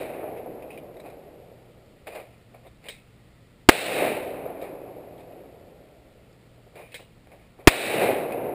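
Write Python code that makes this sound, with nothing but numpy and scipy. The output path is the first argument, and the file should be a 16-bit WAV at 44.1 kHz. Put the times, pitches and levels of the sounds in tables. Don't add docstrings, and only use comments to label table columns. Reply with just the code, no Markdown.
import sys
import numpy as np
from scipy import signal
from scipy.io import wavfile
from scipy.ndimage import uniform_filter1d

SR = 44100
rng = np.random.default_rng(int(sys.argv[2]) if len(sys.argv) > 2 else 0)


def attenuation_scalar(level_db):
    decades = np.asarray(level_db, float) / 20
    return 10 ** decades


def master(y):
    cut = np.clip(np.atleast_2d(y).T, -1, 1)
    pcm = np.round(cut * 32767)
    wavfile.write(sys.argv[1], SR, pcm.astype(np.int16))


N = 376613

# start_s, level_db, front_ms
BLASTS = [
    [(3.6891, 30, .5), (3.6901, 28, .25), (3.6915, 28, .15), (3.6919, 30, 1.15), (3.6933, 30, .3),
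     (3.6946, 34, 1.35)],
    [(7.6730, 28, .4), (7.6735, 30, .3), (7.6739, 32, .45), (7.6751, 32, .2), (7.6755, 36, 1.9),
     (7.6780, 45, 3.2)],
]
# level_db, fade_60db_s, hold_ms (until the gain falls), cut_db
SPLASH = [(15, 0.037, 5.7, -17), (14, 0.041, 6.67, -11)]
EARLIER_SHOT_S = -0.53
FIRED_S = [EARLIER_SHOT_S] + [arrivals[0][0] for arrivals in BLASTS]
# pitch_hz, level_db (per Hz)
OUTDOOR_TONE = [(35, -52), (60, -20), (145, -13.5), (205, -12.5), (280, -8), (477, -2), (600, -3),
                (750, -6.5), (934, -15), (1320, -14.5), (2490, -6.5), (3320, -21.5), (3790, -20),
                (5900, -35.5), (7670, -65.5), (13000, -120)]

# after_shot_s, level_db
VALLEY_ROLL = [(.02, -36.5), (.14, -37), (.36, -24.5), (.6, -36), (.8, -35.5), (1.3, -41.5), (1.7, -44.5),
               (2.4, -55), (3.2, -64)]
ROLL_GAIN_DB = [-2.06, -2.12, 6]
GAIN_BACK_S = 0.92
# low_hz, high_hz, share_db, air_loss_db_per_s, loss_until_s
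VALLEY_BANDS = [(83, 618, -1.5, -1.14, 0.91), (603, 915, -1, 3.5, 2.9), (910, 3100, 2.65, 24.5, 1),
                (3070, 9000, -5, 36.5, 1.11)]
# level_db, sinking_db_per_s, clumping_db, kept (share of a stronger shot)
NEAR_TREES = [(-37.5, 62.5, 0.38, 0.98), (-39.5, 50.5, 0.86, 0.93), (-39.5, 9, -0.25, 0.53),
              (-35, 15, -0.9, 0.2)]
TREELINE_S, BEYOND_DB_PER_S = 0.36, 58
PORT_HZ, PORT_WIDTH_HZ, PORT_DB = 3830, 350, -12
# after_shot_s, peak_db, fade_60db_s
RIDGE = (0.57, -21.5, 0.17)
# start_s, peak_db, fade_60db_s
SLAPS = [(.23, -18, 0.14), (.46, -25, 0.29), (0.862, -44, 0.055), (0.991, -50, 0.071), (1.052, -27.5, 0.18),
         (4.022, -5, 0.045), (4.055, -30, 0.055), (4.455, -18, 0.14), (4.877, -25.5, 0.13),
         (5.338, -47, 0.058), (5.827, -52, 0.051), (6.58, -41, 0.14), (6.666, -35.5, 0.1),
         (7.589, -34, 0.13), (8.038, -7, 0.065), (8.09, -9, 0.18), (8.445, -25, 0.15)]

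# hardest_s, rise_s, fall_s, scrape_db, hollow_body_db
RUBS = [(0.719, .02, .1, -66, -70), (1.062, 0.057, 0.17, -56.5, -42), (2.077, 0.019, 0.09, -44.5, -36.5),
        (2.127, 0.028, 0.13, -51, -42.5), (2.158, 0.014, .12, -49, -35), (2.205, 0.057, 0.26, -58, -48),
        (2.337, 0.036, 0.05, -63, -56), (2.547, 0.024, 0.11, -62, -47.5), (2.67, 0.076, 0.048, -61, -47.5),
        (2.868, 0.063, 0.054, -49.5, -46.5), (2.897, .012, .2, -49.5, -56), (4.625, 0.064, 0.3, -53, -37),
        (5.2, .03, 0.067, -61, -68.5), (6.765, 0.018, 0.065, -62, -46), (6.801, 0.1, 0.12, -55, -41.5),
        (6.921, 0.19, 0.065, -60, -62), (6.952, .012, 0.058, -40, -50), (6.995, 0.011, 0.2, -59, -53),
        (7.325, 0.049, 0.18, -62.5, -49.5), (7.42, .06, .2, -69.5, -62), (7.611, 0.044, 0.072, -62, -46),
        (7.655, 0.024, 0.061, -71, -46.5)]
# pitch_hz, level_db (per Hz)
STEEL_TONE = [(710, -55.5), (1200, -44), (1460, -13), (1640, -9), (2220, 1.5), (3200, -14.5), (3830, -6.5),
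              (4990, -12.5), (5900, -65), (7670, -37), (13000, -120)]
STROKE_DB = 29.5
GAP_HZ, GAP_OPENS, SQUEAK_DB = 2400, 0.053, -1.5
# start_s, peak_db, fade_60db_s, ring_hz
RINGS = [(0.3721, -50, 0.15, 2550), (0.6237, -48.5, 0.073, 2480), (0.704, -47, 0.13, 2480),
         (0.713, -53, 0.064, 2730), (0.7302, -51, .06, 2580), (.742, -52, .06, 2720),
         (0.7564, -52, 0.046, 2550), (0.7751, -43.5, 0.052, 2400), (.786, -51, 0.054, 2960),
         (2.6683, -58, 0.11, 3650), (2.56, -67, .1, 2500), (2.66, -69, .08, 2350), (2.888, -41, 0.23, 3760),
         (4.615, -56, .14, 3800), (5.205, -60, 0.092, 3660), (6.328, -62, .03, 4800),
         (6.76, -53.5, 0.93, 2400), (6.946, -44.5, 0.24, 3900), (7.0, -55, 0.29, 2870),
         (7.395, -62, 0.34, 2170)]
# start_s, peak_db, fade_60db_s, ring_hz
TICKS = [(0.9687, -49, 0.043, 3850), (0.9997, -44, .066, 3900), (1.0994, -51, 0.12, 3960),
         (2.841, -46.5, 0.1, 2620), (2.8856, -28, 0.077, 3040), (2.8975, -34, 0.043, 2400),
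         (4.615, -48, .14, 2400), (5.18, -52, .07, 3300), (5.3235, -56, 0.052, 2400),
         (6.92, -46, 0.14, 2550), (6.943, -29.5, 0.05, 3090), (8.322, -36, 0.086, 2460)]
# start_s, peak_db, fade_60db_s, ring_hz
KNOCKS = [(2.0695, -36.5, .1, 2400), (2.1274, -52, .096, 2540), (2.15, -38, 0.18, 2420),
          (2.1994, -38, 0.066, 2450), (2.5406, -66, .06, 2300), (2.8646, -56, .07, 2510),
          (6.755, -44.5, 0.16, 2370), (6.8194, -61, 0.068, 2400), (6.993, -44, 0.089, 2830),
          (7.2704, -51, .06, 2450), (7.3168, -48, 0.042, 2470)]
# thud_db, ring_db (beside the tick), rise_ms
CONTACT = [(-24, 9.5, 0.93), (-2.5, 3, 0.55), (9, -4.5, 1.5)]

# pitch_hz, level_db (per Hz)
AIR_TONE = [(8, -29.5), (20, -4), (120, -8), (216, -11), (781, -24.5), (1090, -27.5), (1200, -26.5),
            (1380, -25), (1560, -31.5), (1880, -25.5), (2510, -28), (4760, -33.5), (5900, -41), (7670, -74),
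            (13000, -120)]
AIR_DB = -52.5
# pitch_hz, width_hz, level_db
HUM = [(119.3, 3, -58.5), (58.5, 4, -65), (163, 4, -65)]
WAVER = 0.35


def evened(x):
    return x / np.sqrt(np.mean(x ** 2) + 1e-20)


def add(mix, start_s, sound):
    part = mix[round(start_s * SR):][:len(sound)]
    part += sound[:len(part)]


def coloured(x, tone, lo_hz=1, hi_hz=20000):
    hz = np.fft.rfftfreq(4096, 1 / SR) + 1
    tone_hz, tone_db = np.transpose(tone)
    level_db = np.interp(np.log(hz), np.log(tone_hz), tone_db)
    edges = (1 + (lo_hz / hz) ** 8) * (1 + (hz / hi_hz) ** 8)
    log_gain = np.log(attenuation_scalar(np.maximum(level_db, -100)) / np.sqrt(edges))
    circle = np.r_[log_gain, log_gain[-2:0:-1]]
    taps = np.fft.ifft(np.exp(np.conj(signal.hilbert(circle)))).real
    return evened(signal.oaconvolve(x, taps)[:len(x)])


def resonate(x, hz, width_hz):
    turn = np.exp(2j * np.pi * np.cumsum(hz * np.ones(len(x))) / SR)
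    r = np.exp(-np.pi * width_hz / SR)
    smooth = signal.lfilter([1 - r], [1, -r], x / turn)
    return evened((turn * smooth).real)


def grains(count, per_s, spread_db):
    hit, size, sign = rng.random((count, 3)).T
    strength = attenuation_scalar(-spread_db * np.log(size + .01))
    return (hit < per_s / SR) * strength * np.sign(sign - .5)


def shots():
    out, t = np.zeros(N), np.arange(6000) / SR
    for arrivals, (level_db, fade_s, hold_ms, cut_db) in zip(BLASTS, SPLASH):
        start_s = arrivals[0][0]
        crack = coloured(grains(len(t), 6000, 0.43), OUTDOOR_TONE, lo_hz=850)
        crack += 0.71 * coloured(grains(len(t), 6400, 1.5), AIR_TONE, lo_hz=970)
        fronts = np.zeros(len(t))
        for s, front_db, front_ms in arrivals:
            u = t * 1000 / front_ms
            add(fronts, s - start_s, -attenuation_scalar(front_db) * (1 - u) * np.exp(-u / 1.5))
        fallen = np.clip((t * 1000 - hold_ms) / .8, 0, None)
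        fronts *= attenuation_scalar(-40 * fallen)
        crack *= attenuation_scalar(level_db - 60 * t / fade_s + cut_db * np.minimum(fallen / 3.2, 1))
        add(out, start_s, fronts + crack)
    return out


def returns(clump_db, lo_hz, hi_hz):
    clumps = uniform_filter1d(rng.standard_normal(N), 500)
    clumps = evened(uniform_filter1d(clumps, 300))
    return coloured(grains(N, 8000, 3.1) * attenuation_scalar(clump_db * clumps), OUTDOOR_TONE, lo_hz, hi_hz)


def rolling_echo():
    out, now = np.zeros(N), np.arange(N) / SR
    which = np.searchsorted(FIRED_S, now) - 1
    since = now - np.take(FIRED_S, which)
    valley_db = np.interp(since, *np.transpose(VALLEY_ROLL))
    stronger_db = np.take(ROLL_GAIN_DB, which) * np.minimum(since / GAIN_BACK_S, 1)
    for band_row, tree_row in zip(VALLEY_BANDS, NEAR_TREES):
        lo_hz, hi_hz, share_db, loss_db, until_s = band_row
        near_db, sink_db, clump_db, kept = tree_row
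        far = attenuation_scalar(valley_db + share_db - loss_db * np.minimum(since, until_s))
        near = attenuation_scalar(near_db - sink_db * since - BEYOND_DB_PER_S * np.maximum(since - TREELINE_S, 0))
        level = np.hypot(far, near) * attenuation_scalar(kept * stronger_db) * (since > .012)
        band = returns(clump_db, lo_hz, hi_hz)
        if lo_hz < PORT_HZ < hi_hz:
            band = band + attenuation_scalar(PORT_DB) * resonate(band, PORT_HZ, PORT_WIDTH_HZ)
        out += level * band
    return out


def slaps():
    out, t = np.zeros(N), np.arange(6000) / SR
    after_s, ridge_db, ridge_fade_s = RIDGE
    ridge = [(s + after_s, ridge_db + db, ridge_fade_s) for s, db in zip(FIRED_S, ROLL_GAIN_DB)]
    for start_s, peak_db, fade_s in ridge + SLAPS:
        slap = grains(len(t), 3600, 2.3)
        slap[0] = 4.3
        fade = attenuation_scalar(peak_db - 12.5 - 60 * t / fade_s)
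        add(out, start_s, fade * coloured(slap, OUTDOOR_TONE, lo_hz=250, hi_hz=920))
    return out


def holster_rubs():
    out, stroke = np.zeros(N), np.arange(-5000, 12000) / SR
    for hardest_s, rise_s, fall_s, scrape_db, body_db in RUBS:
        push = attenuation_scalar(-STROKE_DB * np.maximum(-stroke / rise_s, stroke / fall_s))
        slips = grains(len(stroke), 3000, 0.66)
        flex = evened(uniform_filter1d(rng.standard_normal(len(slips)), 500))
        gap_hz = GAP_HZ * (1 + GAP_OPENS * np.clip(stroke / fall_s, 0, 1))
        squeak = attenuation_scalar(SQUEAK_DB) * resonate(slips, gap_hz * (1 + 0.02 * flex), 115)
        scrape = (coloured(slips, STEEL_TONE) + squeak) / np.sqrt(1 + attenuation_scalar(2 * SQUEAK_DB))
        body = coloured(slips, OUTDOOR_TONE, lo_hz=385, hi_hz=1100)
        add(out, hardest_s + stroke[0], push * (attenuation_scalar(scrape_db) * scrape + attenuation_scalar(body_db) * body))
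    return out


def holster_catches():
    out, t = np.zeros(N), np.arange(6000) / SR
    for rows, (thud_db, ring_db, rise_ms) in zip([RINGS, TICKS, KNOCKS], CONTACT):
        for start_s, peak_db, fade_s, ring_hz in rows:
            rattle = grains(len(t), 4500, 2.2)
            rattle[0] = 5.2
            width_hz = ring_hz / 22 * ring_hz / 2500
            tick = coloured(rattle, STEEL_TONE) + attenuation_scalar(ring_db) * resonate(rattle, ring_hz, width_hz)
            thud = coloured(rattle, OUTDOOR_TONE, lo_hz=312, hi_hz=1290)
            rise = np.minimum((t * 1000 + 0.079) / rise_ms, 1)
            fade = attenuation_scalar(peak_db - 9.5 - 60 * t / fade_s)
            add(out, start_s, rise * fade * (tick + attenuation_scalar(thud_db) * thud))
    return out


def background():
    t = np.arange(N) / SR
    sound = attenuation_scalar(AIR_DB - 2.5) * coloured(rng.standard_normal(N), AIR_TONE)
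    for hz, width_hz, level_db in HUM:
        unsteady = WAVER * resonate(rng.standard_normal(N), hz, width_hz)
        sound += attenuation_scalar(level_db) * (np.sin(2 * np.pi * hz * t) + unsteady)
    duck_db = np.zeros(N)
    for shot_s in FIRED_S:
        since = t - shot_s
        duck_db -= 25 * (since > 0) * np.exp(-np.maximum(since, 0) / 0.083)
    return attenuation_scalar(duck_db) * sound


def scene():
    woods = rolling_echo() + slaps()
    holster = holster_rubs() + holster_catches()
    return (shots() + woods + holster + background())[None]


def band_limit(x):
    return signal.sosfilt(signal.butter(12, 16340, fs=SR, output="sos"), x)


def record(dry):
    end_fade = np.minimum(np.arange(N)[::-1] / 150, 1)
    railed = np.clip(dry * end_fade, -1.08, 1.08)
    coupled = signal.lfilter(*signal.butter(1, 42, "high", fs=SR), railed)
    slow = np.clip(signal.resample_poly(coupled, 40, 147, axis=1), -.97, .97)
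    held = signal.resample_poly(np.repeat(slow, 4, axis=1), 147, 160, axis=1)
    held = np.pad(held, ((0, 0), (0, 8)))[:, :N]
    treble_edge = signal.firwin(255, 15400, window=("kaiser", 8), fs=SR)
    held = signal.oaconvolve(held, treble_edge[None], "same")
    return band_limit(np.clip(held, -1, 1))


dry = scene()
out = record(dry)
master(out)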